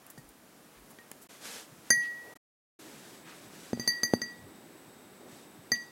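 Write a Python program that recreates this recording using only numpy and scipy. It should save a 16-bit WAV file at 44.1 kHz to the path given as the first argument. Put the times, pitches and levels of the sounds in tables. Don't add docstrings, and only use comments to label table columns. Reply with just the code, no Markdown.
import sys
import numpy as np
from scipy import signal
from scipy.fft import rfft, irfft
from scipy.io import wavfile
from scipy.ndimage import uniform_filter1d

SR = 44100
rng = np.random.default_rng(int(sys.argv[2]) if len(sys.argv) > 2 else 0)


def inscribe(sig):
    pcm = np.round(np.clip(np.atleast_2d(sig).T, -1, 1) * 32767)
    wavfile.write(sys.argv[1], SR, pcm.astype(np.int16))


N = 260612
TIME = np.arange(N) / SR


def undb(db):
    return 10 ** (np.asarray(db) / 20)


def unit(x):
    return x / np.sqrt(np.mean(x ** 2))


def fader(rows):
    return undb(np.interp(TIME, *np.transpose(rows)))


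def fade(t, t60):
    return np.exp(-np.log(1000) * t / t60)


def add(out, s, x):
    start = max(int(round(s * SR)), 0)
    out[start:start + len(x)] += x[:max(N - start, 0)]


def colour(x, points):
    size = 4096
    hz, db = np.transpose(points)
    freq = np.maximum(np.arange(size // 2 + 1) * SR / size, 1)
    gain = undb(np.interp(np.log(freq), np.log(hz), db))
    cepstrum = irfft(np.log(gain))
    cepstrum[1:size // 2] *= 2
    cepstrum[size // 2 + 1:] = 0
    response = irfft(np.exp(rfft(cepstrum)))
    return signal.fftconvolve(x, response)[:len(x)]


def band_noise(count, hz, width_hz):
    freq = np.maximum(np.arange(count // 2 + 1) * SR / count, 1)
    gain = 1 / (1 + ((freq ** 2 - hz ** 2) / (freq * width_hz)) ** 2)
    return unit(irfft(rfft(rng.standard_normal(count)) * gain, count))


def walk(rate):
    span = max(int(SR / rate), 1)
    return unit(uniform_filter1d(uniform_filter1d(rng.standard_normal(N), span), span))


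# (frequency [Hz], relative level [dB])
AIR_EARLY = [(15, -40.5), (25, -17.5), (92, -13.5), (145, -3.5), (293, 0.5), (354, -3), (887, -8),
             (988, -9), (1560, -11.5), (3720, -18.5), (11000, -18.5), (16000, -22.5)]
AIR_LATE = [(15, -54), (25, -34), (185, -3.5), (335, -1.5), (451, -7.5), (1650, -16.5), (2160, -18.5),
            (3080, -24.5), (3620, -23.5), (7110, -32), (7920, -18), (8590, -27), (16000, -27)]
# (time [s], level [dB])
AIR_DB = [(0, -57.6), (2.4, -55.5), (2.8, -53), (5.9, -54.5)]
# (frequency [Hz], width [Hz], level [dB])
WHISTLE = [(7970, 140, -71.5), (3720, 66, -74.5)]


def air():
    early = unit(colour(rng.standard_normal(N), AIR_EARLY))
    late = unit(colour(rng.standard_normal(N), AIR_LATE))
    is_late = TIME > SILENCES[-1][0]
    waver = undb(.4 * walk(8))
    murmur = np.where(is_late, late, early) * fader(AIR_DB) * waver
    whistle = sum(undb(db) * band_noise(N, hz, width) for hz, width, db in WHISTLE)
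    return murmur + whistle * is_late


ROOM_T60_S, ROOM_DB = 0.44, -13.5
# (frequency [Hz], relative level [dB])
ROOM = [(100, -3), (250, 4.5), (600, -5.5), (1500, -9), (5000, -2), (12000, -1)]


def room(x, onset_s=0.0016):
    t = TIME[:SR // 2]
    tail = rng.standard_normal(len(t)) * fade(t, ROOM_T60_S) * (1 - np.exp(-t / onset_s))
    tail = colour(tail / np.sqrt(np.sum(tail ** 2)), ROOM)
    return undb(ROOM_DB) * signal.fftconvolve(x, tail)[:N]


def swells(rows, spread):
    out = np.zeros(N)
    for s, half_length, db, hz in rows:
        count = int(2 * half_length * SR)
        hump = np.hanning(count) * band_noise(count, hz, spread * hz)
        add(out, s - half_length, undb(db) * hump)
    return out


# (middle time [s], half length [s], level [dB], centre frequency [Hz])
PUFFS = [(.06, 0.085, -60.5, 1100), (.77, .05, -63.5, 1800), (.91, .02, -56, 10100),
         (.915, .03, -57.5, 650), (1.228, .027, -53.5, 10000), (2.048, 0.049, -52.5, 2320),
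         (2.29, .12, -55.5, 520), (3.3, 0.079, -52, 1500), (5.25, .12, -53.5, 280),
         (5.758, .028, -55.5, 2800)]


def puffs():
    return swells(PUFFS, spread=1.33)


# (middle time [s], level [dB], centre frequency [Hz])
LEANS = [(.25, -63, 45), (.82, -64.5, 48), (4.45, -57, 107)]
LEAN_HALF_S = 0.095
# (middle time [s], level [dB])
SOFT_BUMPS = [(.19, -51), (1.73, -55), (1.79, -57.5), (1.98, -54.5), (2.972, -57), (3.47, -58), (3.59, -58),
              (4.895, -57), (5.331, -56), (5.6, -54)]
SOFT_BUMP_HZ, SOFT_BUMP_HALF_S = 142, .024
SWAY_DB, SWAY_HZ, SWAY_HALF_S, SWAY_LAG_S = -29, 135, .019, .012


def bumps():
    leans = [(s, LEAN_HALF_S, db, hz) for s, db, hz in LEANS]
    soft = [(s, SOFT_BUMP_HALF_S, db, SOFT_BUMP_HZ) for s, db in SOFT_BUMPS]
    sways = [(s + SWAY_LAG_S, SWAY_HALF_S, thump_db + SWAY_DB, SWAY_HZ) for s, *_, thump_db in TAPS]
    return swells(leans + soft + sways, spread=0.58)


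# (frequency [Hz], relative level [dB])
CLOTH = [(59, -40), (100, -20), (229, -5.5), (365, -11.5), (502, -3), (1060, -10), (1680, -4), (1830, -6.5),
         (6700, -8), (12700, -14), (16000, -40.5)]
# (start time [s], hold until [s], level [dB])
STROKES = [(1.256, 1.33, -57.5), (1.4, 1.555, -45.2), (1.829, 1.87, -60), (2.75, 3.13, -58.5),
           (3.24, 3.436, -61), (3.49, 3.68, -56.8), (3.736, 3.88, -61), (5.267, 5.37, -62)]
STROKE_ATTACK_S, STROKE_RELEASE_S = .055, .115
HISS_FROM_S, HISS_DB = 1.28, -66


def sliding():
    slips = rng.standard_normal(N) * undb(1.1 * rng.exponential(size=N))
    rub = unit(colour(slips, CLOTH))
    judder = undb(.5 * walk(70))
    strokes = []
    for start, end, db in STROKES:
        gather = (TIME - start) / STROKE_ATTACK_S
        ease_off = 1 - (TIME - end) / STROKE_RELEASE_S
        strokes.append(undb(db) * np.clip(np.minimum(gather, ease_off), 0, 1))
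    speed = np.max(strokes, axis=0)
    hiss = undb(HISS_DB) * (TIME > HISS_FROM_S)
    return rub * judder * (speed + hiss)


# (time [s], starting level [dB], centre frequency [Hz], time to fall 60 dB [s])
TICKS = [(.066, -37, 12300, .0055), (.072, -52, 7500, .012), (.101, -42.5, 11000, .048),
         (.179, -53, 8950, .072), (.29, -51, 11300, .04), (.987, -43.5, 1870, 0.011),
         (1.115, -36.5, 9100, .013), (1.116, -39, 1910, 0.016)]
CLICK_HZ, CLICK_T60_S, CLICK_LEAD_S = 5500, 0.0093, .0007
CLACK_DB, CLACK_HZ, CLACK_T60_S = -19, 950, .04


def ticks(spread=1.0):
    out, t = np.zeros(N), TIME[:SR // 5]
    clicks = [(s - CLICK_LEAD_S, click_db, CLICK_HZ, CLICK_T60_S) for s, *_, click_db, thump_db in TAPS]
    clacks = [(s, thump_db + CLACK_DB, CLACK_HZ, CLACK_T60_S) for s, *_, thump_db in TAPS]
    for s, db, hz, t60 in TICKS + clicks + clacks:
        add(out, s, undb(db) * band_noise(len(t), hz, spread * hz) * fade(t, t60))
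    return out


# (time [s], level before cushioning [dB], contact corner [Hz], share of the low ring [dB])
KNOCKS = [(.576, -49, 1500, -11), (.905, -39, 900, 7), (1.115, -28, 1600, -14), (3.732, -6.5, 360, 8),
          (3.775, -21, 350, 10), (3.7969, -21, 350, 15), (4.1367, 1.5, 680, -10)]
# (frequency [Hz], relative level [dB])
THUD = [(30, -59.5), (70, -21.5), (130, -5.5), (240, -1), (500, -3.5), (850, -10), (1200, -25),
        (1600, -14.5), (2600, -24.5), (8000, -27)]
# (frequency [Hz], time to fall 60 dB [s], level [dB])
TABLE = [(129, 0.1, -32.5), (207, .07, -35), (239.4, 0.12, -29), (367, 0.054, -36.5)]
THUMP_RING_DB, THUMP_CORNER_HZ = 12, 1100
THUMP_CLICK_DB, CLICK_DB_PER_OCTAVE = -36, 28


def knocks():
    out, t = np.zeros(N), TIME[:SR // 3]
    thud = colour(1. * (t == 0), THUD)
    thud /= np.abs(thud).max()
    ring = sum(undb(db) * fade(t, t60) * np.cos(2 * np.pi * hz * t) for hz, t60, db in TABLE)
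    thumps = []
    for s, *_, click_db, thump_db in TAPS:
        octaves = (click_db - THUMP_CLICK_DB) / CLICK_DB_PER_OCTAVE
        thumps.append((s, thump_db, THUMP_CORNER_HZ * 2 ** octaves, THUMP_RING_DB))
    for s, db, corner_hz, ring_db in KNOCKS + thumps:
        cushion = signal.butter(1, min(corner_hz, SR / 4), fs=SR)
        push = signal.lfilter(*cushion, thud + undb(ring_db) * ring)
        add(out, s, -undb(db) * push)
    return out


GLASS = {1600: (0.04, -22, -42, -53), 1916: (0.79, -21.5, -29.5, -39), 1926: (0.8, -41, -61, -26.5),
         2102: (0.3, -57, -52, -51), 4510: (0.78, -54, -60, -58), 4637: (0.2048, -55, -21, -65),
         4700: (0.23, -36.5, -29, -27.5), 4742: (0.1459, -21.5, -64, -25), 6243: (.1, -16.5, -25, -25),
         6275: (0.02, -43.5, -54, -55), 8800: (0.05, -42, -62, -66), 8887: (0.14, -53.5, -52, -58),
         9245: (.06, -24, -32, -45), 9313: (0.15, -37.5, -55, -68), 10062: (0.1447, -46, -72, -60),
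         10173: (0.1833, -36.5, -62, -63), 10698: (0.104, -28, -35, -43), 11400: (.04, -43, -53, -50),
         12070: (0.11, -35, -37, -54), 13150: (.17, -71.5, -47, -66), 13305: (.17, -68, -43, -68),
         13562: (.14, -64.5, -61, -43.5), 13630: (0.3134, -52.5, -56, -78), 15020: (.1, -72.5, -49, -71)}
SPOTS = "abc"
# (time [s], spot, strength [dB], brightness [dB per octave],
# detune at the longest ring [Hz], finger damping [dB per s, negative counts as none],
# click level [dB], thump level before cushioning [dB])
TAPS = [(.177, "c", -25.5, -5.5, -52, 450, -64, -34), (.987, "c", -25, -13, -52, 205, -55, -40),
        (1.9045, "a", 2, .2, 0, 4, -20, -18), (3.7314, "c", -27.5, 3.5, 7, 32, -48, -33),
        (3.7965, "c", -16.5, 4.5, 6.5, -3, -47, -26.5), (3.876, "b", 1.5, 0, 3, 23, -36, -23),
        (4.033, "c", -3, 4, -1.5, 88, -32.5, -20.5), (4.1364, "b", -13, .5, 4.5, 79, -35, -19),
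        (4.217, "c", -6.5, 0, 2, 55, -43, -24.5), (5.718, "c", 2.3, .4, -1, 100, -42, -20)]


def glass(attack_s=0.00052):
    out, t = np.zeros(N), TIME[:SR]
    hz = np.array(list(GLASS))
    t60, *spot_db = np.transpose(list(GLASS.values()))
    longest = hz[np.argmax(t60)]
    for s, spot, db, bright_db, detune, damping, *_ in TAPS:
        tilt_db = bright_db * np.log2(hz / longest)
        gain = undb(spot_db[SPOTS.index(spot)] + db + tilt_db)
        tuned = hz + detune * np.sqrt(hz / longest)
        decay = np.log(1000) / t60 + max(damping, 0) * np.log(10) / 20
        modes = np.exp(-np.outer(decay, t)) * np.sin(2 * np.pi * np.outer(tuned, t))
        add(out, s, (gain @ modes) * (1 - np.exp(-t / attack_s)))
    return out


def scene(knock_send_db=-7):
    ringing = glass() + ticks() + sliding() + puffs()
    muffled = knocks() + bumps()
    tail = room(ringing + undb(knock_send_db) * muffled)
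    return (ringing + muffled + tail + air())[None]


# (start time [s], end time [s])
SILENCES = [(1.271, 1.291), (2.338, 2.356), (2.371, 2.792)]
TOP_HZ = 16000


def record(dry):
    live = 1. - sum((TIME > start) & (TIME < end) for start, end in SILENCES)
    live = uniform_filter1d(live, size=256)
    top_cut = signal.ellip(10, .2, 80, TOP_HZ, fs=SR, output="sos")
    return signal.sosfilt(top_cut, dry * live)


dry = scene()
out = record(dry)
inscribe(out)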